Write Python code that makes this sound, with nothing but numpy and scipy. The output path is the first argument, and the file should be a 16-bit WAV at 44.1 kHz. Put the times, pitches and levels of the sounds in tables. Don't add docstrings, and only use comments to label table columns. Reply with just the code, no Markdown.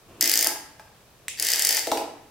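import sys
import numpy as np
from scipy import signal
from scipy.fft import rfft, irfft, next_fast_len
from scipy.io import wavfile
from scipy.ndimage import uniform_filter1d

SR = 44100
rng = np.random.default_rng(int(sys.argv[2]) if len(sys.argv) > 2 else 0)


def store_wav(level_fs):
    pcm = np.round(np.clip(np.atleast_2d(level_fs), -1, 1) * 32767)
    wavfile.write(sys.argv[1], SR, pcm.T.astype(np.int16))


N = 101429

# frequency in Hz, level in dB.
SHUFFLE_SPECTRUM = [(60, -4), (140, 1), (330, 4.5), (700, -6), (1400, -9), (2000, -18), (2700, -11.5),
                    (4000, -25.5), (15000, -30)]
# start, stop, spin-up and run-down time constants, all in seconds.
MOTOR_RUNS = [(0.207, 0.461, 0.0014, 0.05), (1.371, 1.78, 0.048, 0.062)]
# frequency in Hz, width in Hz, gain in dB.
GEARBOX_MODES = [(1634, 280, -3.5), (1863, 110, 5), (2070, 178, 1.5), (3030, 470, -3), (3600, 340, -3.5),
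                 (4707, 420, 3.5), (5420, 950, -1), (5940, 540, 0), (7600, 250, -2), (13300, 2000, -11)]
# frequency in Hz, width in Hz, gain in dB.
BOARD_MODES = [(234.3, 12.6, 6), (292.7, 22.4, 7.5), (338, 25.2, 5.5), (451, 40, 5.5), (603, 81, 0),
               (664.6, 24.2, 9), (785.4, 40, 5.5), (845, 19.7, 7.5), (923, 43, 2), (1032, 81, -5.5),
               (1310, 68, -4.5), (2310, 130, -19)]
# start in seconds, relative level in dB.
RATCHET_SLIPS = [(0.2096, -16), (0.2251, -17), (0.2412, -20), (0.2567, -23.3), (0.2756, -20),
                 (0.295, -18.5), (0.315, -19), (0.338, -17), (0.356, -20.5), (0.374, -18), (0.391, -19),
                 (0.4094, -21), (0.426, -19), (0.4445, -20.5), (0.4703, -17), (1.3978, -22), (1.424, -20.5),
                 (1.4479, -24.5), (1.468, -23.5), (1.4865, -22.5), (1.502, -22.5), (1.5174, -20.5),
                 (1.5345, -19.5), (1.5589, -24.5), (1.594, -20.5), (1.6213, -19.5), (1.6489, -16.5),
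                 (1.67, -20), (1.6901, -18), (1.7071, -21.5), (1.7256, -23), (1.7474, -24), (1.7688, -21),
                 (1.793, -26.5)]
# frequency in Hz, width in Hz, gain in dB.
SHELL_MODES = [(2000, 590, -10), (4690, 600, 1.5), (5250, 320, 7), (6310, 400, 5), (7230, 410, 1),
               (7900, 410, -2), (9660, 790, -1.5), (11060, 510, -2), (13760, 1170, -3)]
# start in seconds, level in dB, centre of the contact's spectrum
# in Hz, plastic tick against the wood in dB.
BOARD_KNOCKS = [(.224, -28, 317, -27), (.348, -32.5, 277, -27), (.468, -30.5, 343, -25),
                (1.402, -39, 387, -23), (1.703, -30.5, 690, -23), (1.87, -18.5, 540, -6),
                (1.9162, -11, 875, -9), (1.973, -23, 860, -2.5), (1.993, -25, 686, -41),
                (2.011, -26, 634, -30), (2.068, -35.5, 634, -22)]
# frequency in Hz, level in dB.
TICK_SPECTRUM = [(200, -32), (1200, -3.5), (2400, -2.5), (3500, -4.5), (5000, -2.5), (8000, -10.5),
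                 (15000, -12.5)]
# start in seconds, level in dB, tick against the wood in dB.
RAIL_TAPS = [(.444, -32.5, -9), (.465, -23.5, -6), (.49, -30.5, -11), (.512, -30.5, -9), (.559, -33, -5),
             (0.7961, -36.5, -8), (.874, -49, -21), (1.774, -30.5, -18)]
# frequency in Hz, width in Hz, gain in dB.
RAIL_MODES = [(660, 70, 1), (776, 31, 0), (855, 43, 3), (1310, 44, -6.5), (1639, 79, 0.5)]
# frequency in Hz, width in Hz, gain in dB.
CLICK_MODES = [(2300, 730, -0.5), (7920, 280, 0), (12100, 1900, -13)]
# frequency in Hz, level in dB.
CRACK_SPECTRUM = [(300, -13.5), (1200, -23), (2650, 10.5), (4200, -3.5), (7500, 2.5), (11000, -8),
                  (13000, -16), (16000, -18)]
# band centre in Hz, seconds to fall by 60 dB.
ROOM_DECAY = [(200, 0.93), (530, 0.52), (1400, 0.76), (3700, 0.5455), (9700, 0.43), (15000, 0.31)]
# frequency in Hz, gain in dB.
ROOM_SPECTRUM = [(100, -21.5), (300, 3), (800, -4.5), (2000, -2), (5000, -3), (9000, 0.5), (15000, -2.5)]
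# frequency in Hz, side against mid in dB.
ROOM_WIDTH = [(40, -37), (130, -7), (300, -14), (700, -7), (1400, -4.5), (3000, -3.5), (6000, 0),
              (10000, 0), (15000, 0.5)]
# frequency in Hz, left against right in dB.
MIC_BALANCE = [(500, 0.5), (2500, -1), (5500, 5), (9000, 2.5), (14000, -2)]
# frequency in Hz, level in dB.
AIR_SPECTRUM = [(15, -65), (25, -4), (127, -2.5), (285, -10.5), (427, -7), (545, -8.5), (1740, -17.5),
                (2110, -20), (2410, -18), (8140, -25), (16000, -28)]


def amp(db):
    return 10 ** (np.asarray(db) / 20)


def unit(x):
    return x / np.sqrt(np.mean(x ** 2) + 1e-30)


def blow(x, burst_s=0.002):
    return x * np.sqrt(burst_s * SR / (np.sum(x ** 2) + 1e-30))


def along(table, hz):
    freqs, values = np.array(table, float).T
    return np.interp(np.log(np.maximum(hz, 1)), np.log(freqs), values)


def colour(x, table):
    size = 2 * next_fast_len(x.shape[-1])
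    gain = amp(along(table, np.fft.rfftfreq(size, 1 / SR)))
    cepstrum = irfft(np.log(gain))
    cepstrum[1:size // 2] *= 2
    cepstrum[size // 2 + 1:] = 0
    return irfft(rfft(x, size) * np.exp(rfft(cepstrum)), size)[..., :x.shape[-1]]


def cut(x, hz, kind, order=2):
    return signal.sosfilt(signal.butter(order, hz, kind, fs=SR, output="sos"), x)


def ring(x, modes, detune=1):
    out = 0
    for k, (hz, width, db) in enumerate(modes):
        resonator = signal.iirpeak(hz * detune, hz / width, fs=SR)
        out = out + (-1) ** k * amp(db) * signal.lfilter(*resonator, x + 1e-18)
    return out


def add(track, start_s, x):
    i = max(int(start_s * SR), 0)
    track[i:i + len(x)] += x[:max(N - i, 0)]


def chatter(rise_s, size=2048):
    age = np.arange(size) / SR / rise_s
    return np.sign(rng.standard_normal(size)) * age ** 2 * np.exp(-age)


def impacts(hz, jitter, scatter_db, count=4000):
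    gap, strength = rng.standard_normal((count, 2)).T
    cycles = np.cumsum(hz * np.ones(N)) / SR
    at = np.searchsorted(cycles, np.cumsum(np.exp(jitter * gap)))
    return unit(np.bincount(at[at < N], amp(scatter_db * strength)[at < N], N))


def shuffle(start_s=0.085, stop_s=0.24, db=-51.5):
    t = np.arange(N) / SR
    gate = uniform_filter1d(1. * ((t > start_s) & (t < stop_s)), size=400)
    return amp(db) * unit(colour(rng.standard_normal(N), SHUFFLE_SPECTRUM)) * gate


def motor_effort(start_share=0.36):
    t = np.arange(N) / SR
    effort = 0
    for start, stop, up, down in MOTOR_RUNS:
        spin = (t > start) * (1 - (1 - start_share) * np.exp(-np.maximum(t - start, 0) / up))
        effort = effort + spin * np.exp(-np.maximum(t - stop, 0) / down)
    return effort


def gears(effort, tooth_hz=953.3, hiss_db=-3.5, db=-28.5):
    teeth = impacts(tooth_hz * effort, jitter=0.25, scatter_db=4.5)
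    teeth = cut(teeth, 1200, "high", order=4)
    hiss = cut(rng.standard_normal(N), 1390, "high") * effort ** 2
    whirr = unit(ring(teeth * effort, GEARBOX_MODES)) + amp(hiss_db) * unit(hiss)
    return amp(db) * unit(whirr) * np.sqrt(np.mean(effort ** 2))


def legs(effort, patter_hz=149.4, soft_hz=620, db=-47):
    steps = impacts(patter_hz, jitter=0.45, scatter_db=1)
    steps = cut(steps, soft_hz, "low", order=1)
    steps = cut(steps, 440, "high", order=4)
    return amp(db) * ring(steps * effort ** 2, BOARD_MODES) / np.std(ring(steps, BOARD_MODES))


def ratchet(rise_s=0.00017, rebound_s=0.0013, rebound_db=-3.5, sizzle_db=-4, gain_db=5.5):
    out = np.zeros(N)
    for start, db in RATCHET_SLIPS:
        lag, detune = 2 * rng.random(2) - 1
        rebound = amp(rebound_db) * np.roll(chatter(rise_s), int(rebound_s * (1 + lag / 2) * SR))
        shell = ring(chatter(rise_s) + rebound, SHELL_MODES, 1 + 0.013 * detune)
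        sizzle = cut(chatter(rise_s) + rebound, 3750, "high")
        snap = blow(blow(shell) + amp(sizzle_db) * blow(sizzle))
        add(out, start, amp(db + gain_db) * snap)
    return out


def strike(modes, centre_hz, tick_db, grit=0.02, contact_s=0.0037, contact_q=1.69, tick_s=0.004):
    t = np.arange(SR // 2) / SR
    push = (t == 0) + grit * rng.standard_normal(len(t)) * np.exp(-t / contact_s)
    contact = ring(push, [(centre_hz, centre_hz / contact_q, 0)])
    wood = ring(contact, modes)
    tick = colour(rng.standard_normal(len(t)) * np.exp(-t / tick_s), TICK_SPECTRUM)
    return blow(wood) + amp(tick_db) * blow(tick)


def knocks(thud_hz=86, thud_db=-28):
    out, t = np.zeros(N), np.arange(SR // 4) / SR
    thud = amp(thud_db) * blow(np.sin(2 * np.pi * thud_hz * t) * np.exp(-t * thud_hz))
    for start, db, centre_hz, tick_db in BOARD_KNOCKS:
        add(out, start, amp(db) * strike(BOARD_MODES, centre_hz, tick_db))
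        add(out, start, amp(db) * thud)
    for start, db, tick_db in RAIL_TAPS:
        add(out, start, amp(db) * strike(RAIL_MODES, centre_hz=1090, tick_db=tick_db))
    return out


def click(start_s=1.2818, rise_s=0.00037, body_db=-21, crack_db=-33):
    body, crack = np.zeros(N), np.zeros(N)
    add(body, start_s, amp(body_db) * blow(ring(chatter(rise_s), CLICK_MODES)))
    pulse = colour(signal.unit_impulse(SR // 20), CRACK_SPECTRUM)
    add(crack, start_s + 2 * rise_s, amp(crack_db) * blow(pulse))
    return body, crack


def stereo_noise():
    mid, side = rng.standard_normal((2, N))
    return mid + colour(side, ROOM_WIDTH) * np.array([[1], [-1]])


def room(predelay_s=0.00094, build_s=0.00096):
    t = np.maximum(np.arange(N) / SR - predelay_s, 0)
    spectrum, hz = rfft(stereo_noise()), np.fft.rfftfreq(N, 1 / SR)
    tail = 0
    for centre, t60 in ROOM_DECAY:
        band_weight = along([(f, f == centre) for f, _ in ROOM_DECAY], hz)
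        band = irfft(spectrum * band_weight, N)
        fade = (1 - np.exp(-t / build_s)) * np.exp(-np.log(1000) * t / t60)
        tail = tail + band * fade / np.linalg.norm(fade)
    return colour(tail[:, :SR], ROOM_SPECTRUM)


def scene(air_db=-54.5):
    effort = motor_effort()
    click_body, click_crack = click()
    # a sound, its send to the room in dB.
    sources = [(ratchet(), -5.5), (gears(effort), -1.5), (legs(effort) + knocks() + shuffle(), 1.5),
               (click_body, -7), (click_crack, 12)]
    mono = sum(x for x, _ in sources)
    send = sum(x * amp(send_db) for x, send_db in sources)
    left = colour(mono, [(hz, db / 2) for hz, db in MIC_BALANCE])
    right = colour(mono, [(hz, -db / 2) for hz, db in MIC_BALANCE])
    reverb = signal.fftconvolve(send[None], room(), axes=1)[:, :N]
    air = amp(air_db) * unit(colour(stereo_noise(), AIR_SPECTRUM))
    return np.array([left, right]) + reverb + air


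def record(dry):
    top_hz, ceiling = 15900, 0.72
    heard = cut(dry, top_hz, "low", order=10)
    rounded = heard / (1 + (heard / ceiling) ** 4) ** (1 / 4)
    return signal.sosfilt(signal.ellip(10, .2, 80, top_hz, fs=SR, output="sos"), rounded)


dry = scene()
out = record(dry)
store_wav(out)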